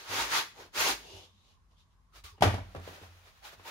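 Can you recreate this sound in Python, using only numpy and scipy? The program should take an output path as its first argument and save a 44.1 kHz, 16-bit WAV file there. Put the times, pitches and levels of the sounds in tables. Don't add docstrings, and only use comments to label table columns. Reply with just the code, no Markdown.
import sys
import numpy as np
from scipy import signal
from scipy.fft import rfft, irfft, next_fast_len
from scipy.io import wavfile
from scipy.ndimage import uniform_filter1d, map_coordinates

SR = 44100
rng = np.random.default_rng(int(sys.argv[2]) if len(sys.argv) > 2 else 0)


def master_out(mix):
    frames = np.transpose(np.atleast_2d(mix))
    ceiling = np.clip(frames, -1, 1)
    pcm = np.round(ceiling * 32767).astype(np.int16)
    wavfile.write(sys.argv[1], SR, pcm)


def voltage_ratio(decibels):
    exponent = np.asarray(decibels, float) / 20
    return 10 ** exponent


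N = 163170

# (frequency [Hz], density [dB per Hz])
RUB_COLOUR = [(410, -31.5), (700, -10), (921, 4), (1010, 0), (4400, -5.5), (6770, -12), (8020, -16.5),
              (11100, -18), (15800, -21.5)]


def unit(x):
    return x / np.sqrt(np.mean(x ** 2) + 1e-20)


def along(points, hz):
    f, v = np.transpose(points)
    return np.interp(np.log(hz + 1), np.log(f + 1), v)


def wobble(rate):
    return map_coordinates(rng.standard_normal(400), [np.arange(N) * min(rate, 90) / SR])


def filtered(x, response):
    m = next_fast_len(x.shape[-1] + 8192)
    spectrum = rfft(x, m) * response(np.fft.rfftfreq(m, 1 / SR))
    return irfft(spectrum, m)[..., :x.shape[-1]]


def closed(points, hz):
    (low_hz, low_db), (high_hz, high_db) = points[0], points[-1]
    return voltage_ratio(along([(low_hz / 3, low_db - 40)] + list(points) + [(high_hz * 2, high_db - 40)], hz))


def spread(pair, gain):
    # (frequency [Hz], correlation [-1 to 1])
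    likeness = [(60, 0.67), (300, .86), (640, .6), (1400, -0.013), (3100, -0.047), (7000, 0.083)]

    def mid_side(hz):
        turn = np.arccos(np.clip(along(likeness, hz), -1, 1)) / 2
        return gain(hz) * np.array([np.cos(turn), np.sin(turn)])

    mid, side = filtered(pair, mid_side)
    return unit(np.array([mid + side, mid - side]))


def patchy(pair, patchy_db):
    z = signal.stft(pair, nperseg=512)[2]
    field = uniform_filter1d(rng.standard_normal(z.shape[1:]), size=3, axis=0)
    field = uniform_filter1d(field, size=5, axis=1)
    return signal.istft(z * voltage_ratio(patchy_db * unit(field)), nperseg=512)[1][:, :N]


def slips():
    slips_per_s, slip_db, smooth = 5000, 3, 1.35
    when, size = rng.random((2, N)), rng.exponential(size=(2, N))
    hiss = rng.standard_normal((2, N))
    jerks = (when < slips_per_s / SR) * np.sign(hiss) * voltage_ratio(slip_db * np.minimum(size, 4))
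    return unit(jerks) + smooth * hiss


def panels(hz):
    # (centre [Hz], width [Hz], lift or, if negative, cut [dB])
    resonances = [(937, 300, -3.5), (1330, 150, 0.5), (2470, 61, 0), (6600, 1300, 3)]
    return voltage_ratio(sum(db / (1 + (2 * (hz - c) / w) ** 2) for c, w, db in resonances))


def strokes(rows, colour, patchy_db):
    # (frequency [Hz], density [dB per Hz])
    thrum = [(120, -14), (210, -16), (380, -4), (575, -7), (920, -6), (1150, -12.5)]
    edge_db, body_db = 24, -9.5
    t, rasp, body = np.arange(N) / SR, np.zeros(N), np.zeros(N)
    for s, rise, fall, db, low_db in rows:
        from_peak = (t - s) / np.where(t < s, rise, fall)
        press = voltage_ratio(2 * (db - edge_db * from_peak ** 2))
        rasp += press
        body += press * voltage_ratio(2 * (low_db + body_db))
    high = spread(patchy(slips(), patchy_db), lambda hz: closed(colour, hz) * panels(hz))
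    low = spread(patchy(slips(), patchy_db), lambda hz: closed(thrum, hz))
    high = voltage_ratio(0.5 * wobble(35.9)) * np.sqrt(rasp) * high
    return high + voltage_ratio(0.59 * wobble(45)) * np.sqrt(body) * low


def room_tone():
    # (frequency [Hz], density [dB per Hz])
    hush_colour = [(150, -5.5), (330, -20), (700, -23), (1080, -9.5), (1330, -19.5), (2500, -27.5),
                   (6500, -30.5), (13000, -39)]
    # (frequency [Hz], density [dB per Hz])
    drone_colour = [(30, -21.5), (48, 0), (65, -11.5), (90, -5.5), (120, -21), (250, -28)]
    hush_db, hush_top_hz, drone_db = -74, 12800, -67.5
    hush = patchy(rng.standard_normal((2, N)), 1.5)
    hush = spread(hush, lambda hz: closed(hush_colour, hz) * (hz < hush_top_hz))
    drone = spread(rng.standard_normal((2, N)), lambda hz: closed(drone_colour, hz))
    return voltage_ratio(hush_db) * hush + voltage_ratio(drone_db + 0.7 * wobble(5)) * drone


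def cardboard_rubs():
    # (time of peak [s], rise [s], fall [s], level [dB], low body [dB])
    rubs = [
        (0.0, .05, 0.15, -48.5, -2.5),
        (.14, 0.082, 0.31, -36, 1.5),
        (.21, 0.15, 0.078, -31, -6.5),
        (.37, 0.1, 0.081, -27, -4.5),
        (.61, 0.086, 0.095, -52, 8),
    ]
    return strokes(rubs, RUB_COLOUR, patchy_db=1.36)


def table():
    # (time [s], level [dB], mode [Hz], t60 [s])
    shoves = [(0.091, -45.5, 100, 0.66), (.2, -44, 49.7, 0.29), (0.328, -56, 90, 0.39),
              (0.591, -57.5, 92.8, .3), (0.779, -47.5, 80, 0.37), (0.901, -50, 51.4, 0.81),
              (1.131, -45.5, 92.3, 0.36), (2.15, -55.5, 50.8, 0.84), (2.238, -40.5, 77.6, 0.13),
              (2.319, -48, 88.5, 0.23), (2.409, -23, 121, 0.13), (2.75, -35.5, 148, 0.1),
              (2.761, -37, 88.5, 0.57), (2.6, -48.5, 48.2, 1.2), (2.426, -31, 61, 0.49),
              (2.535, -35, 230, 0.11), (2.17, -60, 119, .2), (1.33, -63.5, 200, 0.22),
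              (2.868, -41.5, 88.7, .5), (3.021, -44, 90.2, 0.29), (3.08, -47.5, 89.3, 0.53),
              (3.58, -54, 92, 0.4)]
    # (mode [Hz], level [dB], t60 [s], phase [rad])
    boom_modes = [(89.5, -1.5, .5, np.pi), (104.5, 0, .42, 0)]
    thump_s, thump_db, shove_s, lag = 2.4478, -20.5, 0.008, 20
    out, t = np.zeros(N + SR), np.arange(SR // 2) / SR
    soft = 1 - np.exp(-t / shove_s)
    for s, db, hz, t60 in shoves:
        out[round(s * SR):][:len(t)] += soft * voltage_ratio(db - 60 * t / t60) * np.sin(2 * np.pi * hz * t)
    boom = sum(voltage_ratio(db - 60 * t / t60) * np.sin(2 * np.pi * hz * t + phase) for hz, db, t60, phase in boom_modes)
    out[round(thump_s * SR):][:len(t)] += voltage_ratio(thump_db) * soft * boom
    return np.array([out[:N], np.roll(out, lag)[:N]]) * voltage_ratio([[-0.6], [0.6]])


def pull_out():
    # (time of peak [s], rise [s], fall [s], level [dB], low body [dB])
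    pulls = [
        (.775, 0.041, 0.027, -36, 1),
        (.81, 0.063, 0.08, -26, -6.5),
        (.89, 0.099, 0.073, -27.5, 1.5),
    ]
    tilt_db = 1
    brighter = [(hz, db + tilt_db * np.log2(hz / 2000)) for hz, db in RUB_COLOUR]
    return strokes(pulls, brighter, patchy_db=1.4)


def foam_slides():
    # (time of peak [s], rise [s], fall [s], level [dB], low body [dB])
    slides = [
        (1.15, 0.27, 0.16, -53, 6),
        (1.26, 0.13, 0.027, -64, -7),
        (1.4, 0.45, 0.19, -74.5, -9),
        (1.51, 0.17, 0.079, -70, 3),
        (1.72, 0.03, 0.062, -76.5, 8),
        (1.8, 0.052, 0.066, -70, -8),
        (1.92, 0.029, 0.056, -80, 2.5),
    ]
    # (frequency [Hz], density [dB per Hz])
    slide_colour = [(1200, -20), (1950, -18.5), (2600, -13), (2950, -9.5), (3400, -10), (5300, -14.5),
                    (8400, -25), (12500, -28)]
    return strokes(slides, slide_colour, patchy_db=-1.2)


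def hollows():
    # (start [s], end [s], from [Hz], to [Hz], level [dB])
    glides = [(1.02, 1.245, 400, 390, -62.5), (1.03, 1.24, 2700, 3100, -60),
              (1.18, 1.31, 3300, 3600, -67.5), (1.28, 1.56, 3500, 4000, -76), (2.12, 2.21, 1300, 1200, -66),
              (2.24, 2.325, 1250, 1080, -58.5), (2.33, 2.37, 900, 950, -70), (2.32, 2.36, 430, 380, -68.5),
              (2.36, 2.41, 3100, 2650, -73), (1.76, 1.84, 3300, 3800, -73), (3.42, 3.49, 730, 900, -57.5),
              (3.65, 3.697, 900, 950, -51.5), (3.66, 3.695, 2000, 2700, -57), (2.32, 2.36, 4900, 4900, -74)]
    q, tone, tone_top_hz = 8, 0.7, 1500
    out = np.zeros((2, N + SR))
    for s, end, from_hz, to_hz, db in glides:
        u = np.linspace(0, 1, round((end - s) * SR))
        slow = filtered(rng.standard_normal((2, 2, SR // 2)), lambda hz: 1 / (1 + (2 * q * hz / from_hz) ** 2))
        slow = slow[..., :len(u)]
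        turn = 2 * np.pi * np.cumsum(from_hz + (to_hz - from_hz) * u) / SR
        steady = tone * (from_hz < tone_top_hz)
        song = unit((unit(slow[0]) + steady) * np.cos(turn) + unit(slow[1]) * np.sin(turn))
        swell = np.sqrt(np.sin(np.pi * u).clip(0))
        out[:, round(s * SR):][:, :len(u)] += voltage_ratio(db) * swell * song
    return out[:, :N]


def finger_brushes():
    # (time of peak [s], rise [s], fall [s], level [dB], low body [dB])
    brushes = [
        (2.17, 0.047, 0.055, -55, -0.5),
        (2.243, 0.0071, 0.071, -48.5, -9.5),
        (2.29, 0.044, 0.06, -57.5, -12),
    ]
    # (frequency [Hz], density [dB per Hz])
    brush_colour = [(600, -18.5), (1150, -0.5), (1500, -5), (4200, -5), (7000, -13.5), (15800, -20)]
    return strokes(brushes, brush_colour, patchy_db=1.5)


def ticks():
    # (time [s], level [dB], pan to the left [dB])
    cracks = [
        (2.2405, -52, 3),
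        (2.409, -48, 3),
        (2.423, -26.5, 4.5),
        (2.4305, -36, 4),
        (2.7495, -52, 3),
        (2.7992, -53, 0),
        (2.966, -56, 0),
    ]
    # (frequency [Hz], density [dB])
    crack_colour = [(1500, -3), (3000, 0.5), (7000, -1), (11000, -5), (15000, -12)]
    t60_s = 0.011
    out, t = np.zeros((2, N + SR)), np.arange(SR // 40) / SR
    for s, db, pan_db in cracks:
        crack = spread(rng.standard_normal((2, len(t))), lambda hz: closed(crack_colour, hz))
        crack = crack * voltage_ratio(db - 60 * t / t60_s)
        out[:, round(s * SR):][:, :len(t)] += crack * voltage_ratio([[pan_db], [-pan_db]])
    return out[:, :N]


def room(x):
    # (frequency [Hz], t60 [s])
    decay = [(100, 0.6), (500, 0.23), (2000, 0.38), (10000, 0.33)]
    noise = spread(rng.standard_normal((2, SR // 2)), lambda hz: 1 + 0 * hz)
    hz, t, z = signal.stft(noise, SR, nperseg=256)
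    tail = signal.istft(z * voltage_ratio(-60 * t / along(decay, hz)[:, None]), SR, nperseg=256)[1]
    delayed = np.pad(x, ((0, 0), (250, 0)))
    return signal.fftconvolve(delayed, tail / np.linalg.norm(tail[0]), axes=1)


def blows():
    # (time [s], level [dB], brightness [dB per octave], knock [Hz])
    landings = [(2.407, -40.5, 2, 170), (2.4216, -16.5, -.5, 700), (2.429, -27, 2.5, 570),
                (2.4346, -27.5, -1, 637), (2.441, -30.5, 1.5, 864), (2.456, -33, -2, 540),
                (2.540, -38, 1, 650), (2.581, -42, -2.5, 790), (2.748, -41, -3, 550), (2.5, -56, 1, 1050),
                (2.938, -60, 1, 1426), (2.796, -51.5, -4, 210), (2.760, -48, 1.5, 386),
                (2.5, -56.5, 6, 640), (2.8755, -43, -1.5, 530), (2.890, -56, -5, 500),
                (3.014, -55.5, -12.5, 408), (2.379, -60, -1, 885), (3.529, -56, 0, 540),
                (3.595, -55, 0, 990), (2.472, -36.5, -1, 900), (2.98, -58.5, 1, 600), (3.034, -56, 1, 790)]
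    # (mode [Hz], level [dB], t60 [s])
    block_modes = [(186.6, -9.5, 0.13), (288.6, -5, 0.08), (420, -11.5, 0.09), (500, -8.5, 0.07),
                   (648.7, -2, 0.09), (804, -5.5, .08), (953, -6, 0.09), (1151, -8, 0.08),
                   (1314, -10, 0.076), (1960, -15, 0.048), (2210, -20, 0.09), (3220, -21.5, 0.033)]
    # (frequency [Hz], density [dB])
    puff_colour = [(150, -5.5), (600, 0), (1300, -5), (2500, -10), (5000, -19), (8000, -27), (12000, -31),
                   (14800, -40)]
    knock_db, knock_t60_s, puff_db, puff_t60_s = 20, 0.013, 2.5, 0.087
    contact_s, ring_build_s, mode_scatter_db = 0.0018, 0.008, 1.5
    lag_s, pan_db = 0.00024, 0.27
    room_db, knock_room_db = -2.5, -5
    out, t = np.zeros((2, N + SR)), np.arange(SR // 8) / SR
    ears = np.maximum(t - [[0], [lag_s]], 0)
    contact = 1 - np.exp(-(t / contact_s) ** 2)
    for s, db, bright_db, knock_hz in landings:
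        tilt = lambda hz: voltage_ratio(bright_db * np.log2(np.maximum(hz, 300) / 500))
        scatter = rng.normal(0, mode_scatter_db, (len(block_modes), 2, 1))
        turns = rng.random(len(block_modes))
        ring = sum(tilt(hz) * voltage_ratio(mode_db + r - 60 * t / t60) * np.sin(2 * np.pi * (hz * ears + u))
                   for (hz, mode_db, t60), r, u in zip(block_modes, scatter, turns))
        puff = spread(rng.standard_normal((2, len(t))), lambda hz: closed(puff_colour, hz) * tilt(hz))
        puff = puff * voltage_ratio(puff_db - 60 * t / puff_t60_s)
        knock = -voltage_ratio(knock_db - 60 * t / knock_t60_s) * np.sin(2 * np.pi * knock_hz * ears)
        push = voltage_ratio(db + np.array([[pan_db], [-pan_db]])) * contact
        rest = ring * (1 - np.exp(-t / ring_build_s)) + puff
        wet = voltage_ratio(room_db) * room(push * (voltage_ratio(knock_room_db) * knock + rest))
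        at = round(s * SR)
        out[:, at:at + len(t)] += push * (knock + rest)
        out[:, at:at + wet.shape[1]] += wet
    return out[:, :N]


def wrap_shifts():
    # (time of peak [s], rise [s], fall [s], level [dB], low body [dB])
    shifts = [(2.73, 0.18, .1, -62, 5), (2.88, 0.11, 0.1, -51.5, -3), (2.95, 0.058, 0.067, -52, 4),
              (3.04, 0.11, 0.073, -55.5, 4.5), (3.15, 0.258, 0.2, -62.5, -1.5),
              (3.28, 0.084, 0.055, -59.5, -0.5), (3.38, 0.19, 0.11, -64, -8),
              (3.46, 0.041, 0.08, -46.5, -6.5), (3.53, 0.026, 0.042, -53, -7), (3.61, 0.083, 0.12, -62, -6),
              (3.685, 0.062, 0.055, -44.5, -1.5)]
    # (frequency [Hz], density [dB per Hz])
    shift_colour = [(550, -11.5), (950, -6), (2300, -9), (4000, -11.5), (7000, -20.5), (8500, -23),
                    (15800, -24.5)]
    return strokes(shifts, shift_colour, patchy_db=0.9)


def scene():
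    foam = cardboard_rubs() + pull_out() + foam_slides() + hollows()
    foam = foam + finger_brushes() + ticks() + wrap_shifts()
    room_db = -11
    return room_tone() + foam + voltage_ratio(room_db) * room(foam)[:, :N] + table() + blows()


def roll_off(x):
    return signal.sosfilt(signal.butter(12, 16450, fs=SR, output="sos"), x)


def record(dry):
    notch_hz, notch_width_hz, notch_db = 8000, 780, -4.5
    top_hz, top_edge_hz = 15830, 80

    def microphone(hz):
        notch = voltage_ratio(notch_db / (1 + (2 * (hz - notch_hz) / notch_width_hz) ** 2))
        return notch * np.clip((top_hz - hz) / top_edge_hz, 0, 1)

    mix = filtered(dry, microphone)
    return roll_off(mix)


dry = scene()
out = record(dry)
master_out(out)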